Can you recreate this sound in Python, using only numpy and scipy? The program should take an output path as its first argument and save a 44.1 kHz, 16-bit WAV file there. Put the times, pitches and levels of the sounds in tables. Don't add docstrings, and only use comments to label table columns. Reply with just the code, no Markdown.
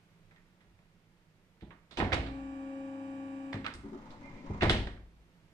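import sys
import numpy as np
from scipy import signal
from scipy.fft import rfft, irfft, next_fast_len
from scipy.io import wavfile
from scipy.ndimage import map_coordinates

SR = 44100
rng = np.random.default_rng(int(sys.argv[2]) if len(sys.argv) > 2 else 0)


def bounce(signal):
    frames = np.transpose(np.atleast_2d(signal))
    limited = np.clip(frames, -1, 1)
    pcm = np.round(limited * 32767).astype(np.int16)
    wavfile.write(sys.argv[1], SR, pcm)


N = 243865

# (frequency [Hz], left-right correlation [0..1])
PORT_LIKENESS = [(100, .97), (300, .97), (600, .86), (1100, .4), (2500, .05), (8000, 0)]
# (frequency [Hz], t60 [s])
HALL_DECAY = [(100, 0.59), (500, 0.58), (2000, 0.41), (5000, 0.42), (10000, 0.46)]
SINK_S, LAND_S = 3.8, 4.61


def amp(db):
    return 10 ** (np.asarray(db) / 20)


def unit(x):
    return x / np.sqrt(np.mean(x ** 2) + 1e-20)


def along(points, hz):
    f, v = np.transpose(points)
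    return np.interp(np.log(hz + 1), np.log(f + 1), v)


def panned(db):
    return amp(np.outer([.5, -.5], db))


def humps(resonances, hz):
    return sum(amp(db) / (1 + (2 * (hz - centre) / width) ** 2) for centre, width, db in resonances)


def wobble(rate):
    return map_coordinates(rng.standard_normal(512), [np.arange(N) * rate / SR], order=2, mode="wrap")


def envelope(on, off, rise, t60):
    t = np.arange(N) / SR
    return np.clip((t - on) / rise, 0, 1) * amp(-60 * np.maximum(t - off, 0) / t60)


def sinking(landing_db, db_per_s):
    early = np.minimum(np.arange(N) / SR - LAND_S, 0)
    return amp(landing_db + db_per_s * early) * envelope(SINK_S, LAND_S, rise=0.069, t60=0.46)


def filtered(x, gain):
    n = x.shape[-1]
    m = next_fast_len(n + 8192)
    return irfft(rfft(x, m) * gain(np.fft.rfftfreq(m, 1 / SR)), m)[..., :n]


def struck(x, colour_db):
    m = 2 * x.shape[-1]
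    cepstrum = irfft(np.log(amp(colour_db(np.fft.rfftfreq(m, 1 / SR)))))
    cepstrum[1:m // 2] *= 2
    cepstrum[m // 2 + 1:] = 0
    return irfft(rfft(x, m) * np.exp(rfft(cepstrum)))[..., :m // 2]


def port_angle(hz):
    return np.arccos(np.clip(along(PORT_LIKENESS, hz), -1, 1)) / 2


def diffuse(pair):
    mid, side = filtered(pair, lambda hz: np.array([np.cos(port_angle(hz)), np.sin(port_angle(hz))]))
    return np.array([mid + side, mid - side])


def rush(gain):
    return unit(diffuse(filtered(rng.standard_normal((2, N)), gain)))


def dying(t60s):
    hz, t, bands = signal.stft(rng.standard_normal((2, SR)), SR, nperseg=256)
    fade = amp(-60 * t / along(t60s, hz)[:, None])
    return signal.istft(bands * fade, SR, nperseg=256)[1][:, :SR]


def tones(hz, db, drift):
    size = 1 << 19
    phase, apart = rng.uniform(-np.pi, np.pi, (2, len(hz)))
    spread = np.sign(apart) * port_angle(hz)
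    lines = np.zeros((2, size // 2 + 1), complex)
    bins = np.round(hz * size / SR).astype(int)
    lines[:, bins] = amp(db) * np.exp(1j * np.array([phase + spread, phase - spread]))
    steady = irfft(lines) * size / np.sqrt(2)
    position = np.arange(N) + drift * SR
    return np.array([map_coordinates(port, [position], order=3, mode="wrap") for port in steady])


def spot_db(hz, favoured_hz, octaves):
    return 6 * np.exp(-(np.log2((hz + 1) / favoured_hz) / octaves) ** 2)


def twice(blows, delay_s, change_db, pitch_ratio):
    for s, db, hz, *rest in blows:
        yield s, db, hz, *rest
        yield s + delay_s, db + change_db, hz * pitch_ratio, *rest


def add(track, s, sound):
    part = track[:, round(s * SR):][:, :sound.shape[-1]]
    part += sound[:, :part.shape[-1]]


def workshop(level_db=-66):
    # (frequency [Hz], density [dB])
    colour = [(12, -39.5), (20, -1), (64, -22), (102, -7), (131, -16), (164, -2), (222, -16), (346, -17.5),
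              (420, -20.5), (496, -21.5), (840, -25), (938, -23), (1050, -25.5), (2040, -26),
              (15000, -48.5)]
    # (frequency [Hz], left minus right [dB])
    balance = [(60, -11.5), (170, -6.5), (600, -4), (2000, 2.5), (8000, -3.5)]
    air = rush(lambda hz: amp(along(colour, hz)))
    return amp(level_db + wobble(1.3)) * filtered(air, lambda hz: panned(along(balance, hz)))


def rollers(ticks_per_s=90, spread_db=4):
    ticks = (rng.random(N) < ticks_per_s / SR) * amp(spread_db * rng.standard_normal(N))
    ring = signal.fftconvolve(ticks[None], dying([(500, 0.2), (8000, 0.029)]), axes=1)[:, :N]
    colour = [(200, -20.5), (1000, 13), (1600, 1), (2300, -16), (3200, -10.5), (7500, -14), (11000, -39.5)]
    crunch = unit(struck(diffuse(ring), lambda hz: along(colour, hz)))
    return sinking(landing_db=-56, db_per_s=4.5) * crunch


def valve():
    # (frequency [Hz], density [dB])
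    colour = [(29, 4), (50, -11.5), (86, -6.5), (280, -0.5), (427, -16), (554, -6.5), (653, -21.5),
              (998, -12), (1100, -23.5), (1560, -24), (2070, -18), (2560, -27.5), (7410, -40.5),
              (14000, -80)]
    # (frequency [Hz], width [Hz], level [dB])
    resonances = [(967, 59, 5), (2100, 64, 5.5), (2380, 60, 1.5)]
    # (time [s], length [s], level [dB], favoured pitch [Hz])
    whistles = [(4.215, .07, -59, 2220), (4.32, .09, -65.5, 2300), (4.46, .1, -52, 960)]
    flutter = amp(.7 * wobble(21))
    flow = sinking(landing_db=-48, db_per_s=9.5) * flutter * rush(lambda hz: amp(along(colour, hz)))
    for s, length, db, favoured_hz in whistles:
        whistle = rush(lambda hz: humps(resonances, hz) * humps([(favoured_hz, 1200, 0)], hz))
        flow += amp(db) * envelope(s, s + length, rise=0.039, t60=0.31) * whistle
    return flow


def pivots():
    # (time [s], length [s], level [dB])
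    rubs = [(3.834, 0.031, -44), (3.914, 0.058, -42), (4.432, 0.016, -50.5)]
    # (frequency [Hz], width [Hz], level [dB])
    resonances = [(219, 20, -1), (281.5, 15.6, 1.5), (379.5, 37, -7)]
    rubbing = sum(amp(db) * envelope(s, s + length, rise=0.015, t60=0.25) for s, length, db in rubs)
    return rubbing * rush(lambda hz: humps(resonances, hz))


def sway(level_db=-31, rise_s=0.058):
    colour = [(12, -21.5), (28, 3), (55, 0.5), (100, -15), (250, -20.5), (800, -100)]
    settling = amp(level_db) * envelope(LAND_S, LAND_S + rise_s, rise_s, t60=.9)
    return settling * rush(lambda hz: amp(along(colour, hz)))


def pump(shaft_hz=24.693, mains_hz=50, teeth=11, rotor_bars=30, uneven_db=4, oil_db=-58):
    # (multiple of the tooth rate, level [dB])
    ripple = [(1, -41), (2, -52.5), (3, -66.5), (6, -71.5), (7, -77), (8, -88), (9, -72.5), (10, -81),
              (11, -78.5), (12, -81.5), (13, -91.5), (14, -81), (15, -87), (18, -85), (21, -86),
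              (26, -83.5)]
    # (time [s], level [dB])
    octave_swell = [(2.3, -55.5), (2.51, -58.5), (2.746, -49.5), (3.238, -54.5), (3.5, -56)]
    # (frequency [Hz], level per shaft order [dB])
    housing = [(50, -82.5), (150, -79), (280, -78.5), (450, -84), (650, -78), (830, -69.5), (1050, -89),
               (1350, -98.5), (1750, -81), (2100, -100.5), (2800, -90.5), (3500, -103), (9000, -114)]
    # (shaft order, level [dB])
    strong_orders = [(32, -65), (34, -68.5), (36, -81.5), (47, -80), (60, -83.5), (72, -77), (94, -68.5),
                     (100, -89), (109, -79), (114, -86)]
    # (multiple of the mains rate, level [dB])
    magnet = [(2, -64.5), (4, -62.5), (6, -56), (8, -95), (12, -78.5), (16, -64.5)]
    # (mains multiples above the bar rate, level [dB])
    whine = [(0, -68), (2, -65.5), (4, -72), (8, -59.5), (14, -70)]
    # (frequency [Hz], density [dB])
    oil_colour = [(30, -7), (100, -16), (280, 4.5), (430, -14.5), (830, -9.5), (1300, -14), (1800, -21),
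                  (2900, -16.5), (3600, -30), (5500, -30), (6700, -36), (7300, -23), (8800, -31),
                  (10000, -48.5), (14000, -54.5)]
    # (frequency [Hz], left minus right [dB])
    balance = [(60, 3.5), (300, 0), (700, 0), (1300, -5.5), (2300, -6.5), (4300, 0), (8000, 0.5)]
    t = np.arange(N) / SR
    (tooth, tooth_db), (strong, strong_db) = np.transpose(ripple), np.transpose(strong_orders)
    (hum, hum_db), (slot, slot_db) = np.transpose(magnet), np.transpose(whine)
    order = np.setdiff1d(np.arange(2, 380), np.concatenate([tooth * teeth, strong]))
    order_db = along(housing, order * shaft_hz) + uneven_db * rng.standard_normal(len(order))
    drift = .00003 * wobble(7)
    swell_s, swell_db = np.transpose(octave_swell)
    swell = amp(np.interp(t, swell_s, swell_db - swell_db.mean()))
    tooth_hz, second = tooth * teeth * shaft_hz, tooth == 2
    gears = tones(tooth_hz[~second], tooth_db[~second], drift)
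    gears += swell * tones(tooth_hz[second], tooth_db[second], drift)
    whine_hz = rotor_bars * shaft_hz + slot * mains_hz
    motor_hz = np.concatenate([order * shaft_hz, strong * shaft_hz, hum * mains_hz, whine_hz])
    motor_db = np.concatenate([order_db, strong_db, hum_db, slot_db])
    motor = tones(motor_hz, motor_db, drift) * amp(.8 * wobble(7.1))
    squeeze = unit(1 + 0.26 * np.sin(2 * np.pi * teeth * shaft_hz * t))
    oil = amp(oil_db) * squeeze * rush(lambda hz: amp(along(oil_colour, hz)))
    load = amp(-1.5) * envelope(on=1.98, off=3.57, rise=0.41, t60=0.52)
    return filtered(load * (gears + motor + oil), lambda hz: panned(along(balance, hz)))


def thumps(modes_db=-23, body_db=3, room_db=-5, body_t60=0.1, rise_s=0.003):
    # (time [s], level [dB], favoured pitch [Hz], boom [dB], knock [dB])
    blows = [(0.644, -65, 45, 7.5, -9), (1.622, -34.5, 178, -11, -15), (1.984, -21.5, 342, -9, -6),
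             (2.017, -17, 196, -11, -5.5), (2.129, -23, 330, -13.5, -2.5), (2.192, -26, 149, -3, -25),
             (3.541, -23, 247, -18.5, -27), (3.744, -36.5, 174, 1, -41), (4.498, -24.5, 192, -9, -15.5),
             (4.623, -11.5, 252, -7.5, -9), (4.697, -13.5, 420, -9, -10.5)]
    # (frequency [Hz], level [dB], t60 [s])
    deck_modes = [(56.13, -0.5, 0.95), (97.3, 5.5, 0.41), (118.6, -8.5, 0.54), (207.5, -5, 0.51),
                  (250, -7, 0.17), (309, -18.5, 0.22), (344.6, 4.5, 0.15), (424, 4, 0.091),
                  (621, -15.5, 0.43), (840, -12, 0.34), (983, -9.5, 0.27)]
    # (frequency [Hz], density [dB])
    body_colour = [(20, -6), (50, 4.5), (110, 7), (170, 1), (320, 1.5), (480, -8.5), (750, -5),
                   (1100, -23.5), (1800, -35), (4000, -73)]
    out, t = np.zeros((2, N)), np.arange(SR) / SR
    mode_hz, mode_db, t60 = np.transpose(deck_modes)[:, :, None]
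    for s, db, favoured_hz, boom_db, knock_db in twice(blows, delay_s=.043, change_db=-9.5, pitch_ratio=.9):
        strength, phase = rng.standard_normal((2, len(deck_modes), 1))
        fade = amp(mode_db + 2 * strength - 60 * t / t60)
        modes = np.sum(fade * np.sin(2 * np.pi * (mode_hz * t + phase)), axis=0)
        crowd = amp(body_db - 60 * t / body_t60) * rng.standard_normal((2, SR))
        room = amp(room_db) * dying(HALL_DECAY)
        body = struck(diffuse(crowd + room), lambda hz: along(body_colour, hz))
        blow = (amp(modes_db) * modes + body) * (1 - np.exp(-t / rise_s))
        boom, knock = boom_db + 11, knock_db + 12
        weight = [(65, boom), (110, boom / 2), (200, 0.027), (420, 0.0075), (620, knock)]
        thump = struck(blow, lambda hz: along(weight, hz) + spot_db(hz, favoured_hz, octaves=0.3))
        add(out, s, amp(db + 1.5) * thump)
    return out


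def clanks(crack_db=4, modes_db=-31, crowd_db=-6, room_db=-14, chatter_db=3.5, chatter_per_s=400):
    # (time [s], level [dB], favoured pitch [Hz], treble edge [dB], hollow body [dB],
    # time to seat [s], left minus right [dB])
    contacts = [(0.309, -48.5, 1980, -26, 5, 0.0023, -1), (0.361, -48.5, 1960, -29.5, -19, 0.00015, -4),
                (0.606, -53, 1980, -24, 2, 0.0015, -3), (0.79, -58.5, 700, -25, 9, .0005, 0),
                (1.608, -45, 3400, -23, -11, 0.004, -8.5), (1.706, -37.5, 1160, -38.5, 0, 0.00068, -6),
                (1.909, -40, 3870, -13, 8, 0.0072, -8.5), (1.971, -22, 2800, -16, 10, 0.005, -4),
                (2.001, -18.5, 1900, -33, 8.5, 0.00043, -6), (2.04, -24.5, 740, -31, -1, 0.0042, 3.5),
                (2.12, -20.5, 1960, -26.5, 11.5, 0.0017, -8), (2.128, -15, 2720, -20.5, -12, 0.0021, -1),
                (2.263, -32.5, 4030, -25.5, 4.5, 0.0027, -6), (3.528, -26.5, 1900, -23, 2, 0.0015, -1.5),
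                (3.643, -24, 1250, -28, 2.5, 0.0037, -5), (3.664, -23.5, 1300, -25, -6.5, 0.0002, -2),
                (3.738, -53.5, 8550, 2.5, 0, .0005, 3.5), (4.104, -50.5, 4170, -10, -1, 0.0015, -4.5),
                (4.608, -17.5, 2540, -29.5, -12.5, 0.0041, .5),
                (4.62, -11.5, 2100, -22.5, 6.5, 0.0043, -2.5), (4.696, -9.5, 3100, -19.5, -7.5, .0008, 1.5),
                (4.871, -33, 1770, -24, 4, 0.0001, -3.5), (4.974, -48.5, 1640, -53, 4.5, 0.00046, 1)]
    # (frequency [Hz], level [dB], t60 [s])
    frame_modes = [(768, -16, 0.26), (919, -1.5, 0.53), (1700, -4, 0.23), (1826, -3.5, 0.28),
                   (1914, -7.5, 0.27), (2118, -6, 0.39), (2180, -8.5, .3), (2470, -1.5, 0.24),
                   (2815, -7.5, 0.23), (3450, 6.5, 0.12), (3780, 5, 0.17), (4770, -15, .2)]
    # (frequency [Hz], density [dB])
    steel = [(100, 0), (400, -2.5), (800, -1.5), (1300, 3.5), (1900, 4), (2800, 0), (4000, -1.5),
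             (5000, -9), (6400, -19), (9000, -24.5), (10500, -40), (15000, -59)]
    # (frequency [Hz], t60 [s])
    steel_decay = [(500, 0.29), (2000, 0.081), (5000, 0.1), (12000, 0.18)]
    out, t = np.zeros((2, N)), np.arange(SR) / SR
    mode_hz, mode_db, t60 = np.transpose(frame_modes)[:, :, None]
    ringing = amp(mode_db - 60 * t / t60) * np.exp(2j * np.pi * mode_hz * t)
    knots = np.arange(chatter_per_s) / chatter_per_s
    strikes = twice(contacts, delay_s=.01, change_db=-12.5, pitch_ratio=0.6)
    for s, db, favoured_hz, edge_db, body_db, seat_s, side_db in strikes:
        crack = rng.standard_normal(SR) * amp(-60 * t / (0.0094 + 2 * seat_s))
        strength, phase = rng.standard_normal((2, 2, len(frame_modes)))
        modes = np.real((amp(2 * strength) * np.exp(2j * np.pi * phase)) @ ringing)
        room = amp(room_db) * dying(HALL_DECAY) * (1 - np.exp(-t / 0.02))
        chatter = unit(amp(chatter_db * np.interp(t, knots, rng.standard_normal(chatter_per_s))))
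        crowd = amp(crowd_db) * chatter * dying(steel_decay)
        blow = amp(crack_db) * crack + amp(modes_db) * modes + diffuse(crowd + room)
        blow *= 1 - np.exp(-t / seat_s)
        edge = edge_db + 22
        tilt = [(700, body_db), (1500, 0.0063), (2200, 0.016), (5000, edge), (12000, 1.37 * edge)]
        colour = lambda hz: along(steel, hz) + spot_db(hz, favoured_hz, octaves=0.27) + along(tilt, hz)
        add(out, s, amp(db - 1.5) * panned(side_db) * struck(blow, colour))
    return out


def scene():
    heading = panned(np.interp(np.arange(N) / SR, [2.3, 3.5], [-4, -2]))
    return clanks() + heading * thumps() + pump() + valve() + pivots() + sway() + rollers() + workshop()


def record(dry, left_lead_s=.00017, top_hz=15100):
    # (frequency [Hz], left minus right [dB])
    mismatch = [(200, 2.5), (500, 2), (1100, 0), (2200, -6.5), (4000, -0.5), (8000, 3.5), (13000, 2.5)]
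    arrival = lambda hz: np.exp(1j * np.pi * left_lead_s * np.outer([1, -1], hz))
    return filtered(dry, lambda hz: panned(along(mismatch, hz)) * arrival(hz) * (hz < top_hz))


dry = scene()
out = record(dry)
bounce(out)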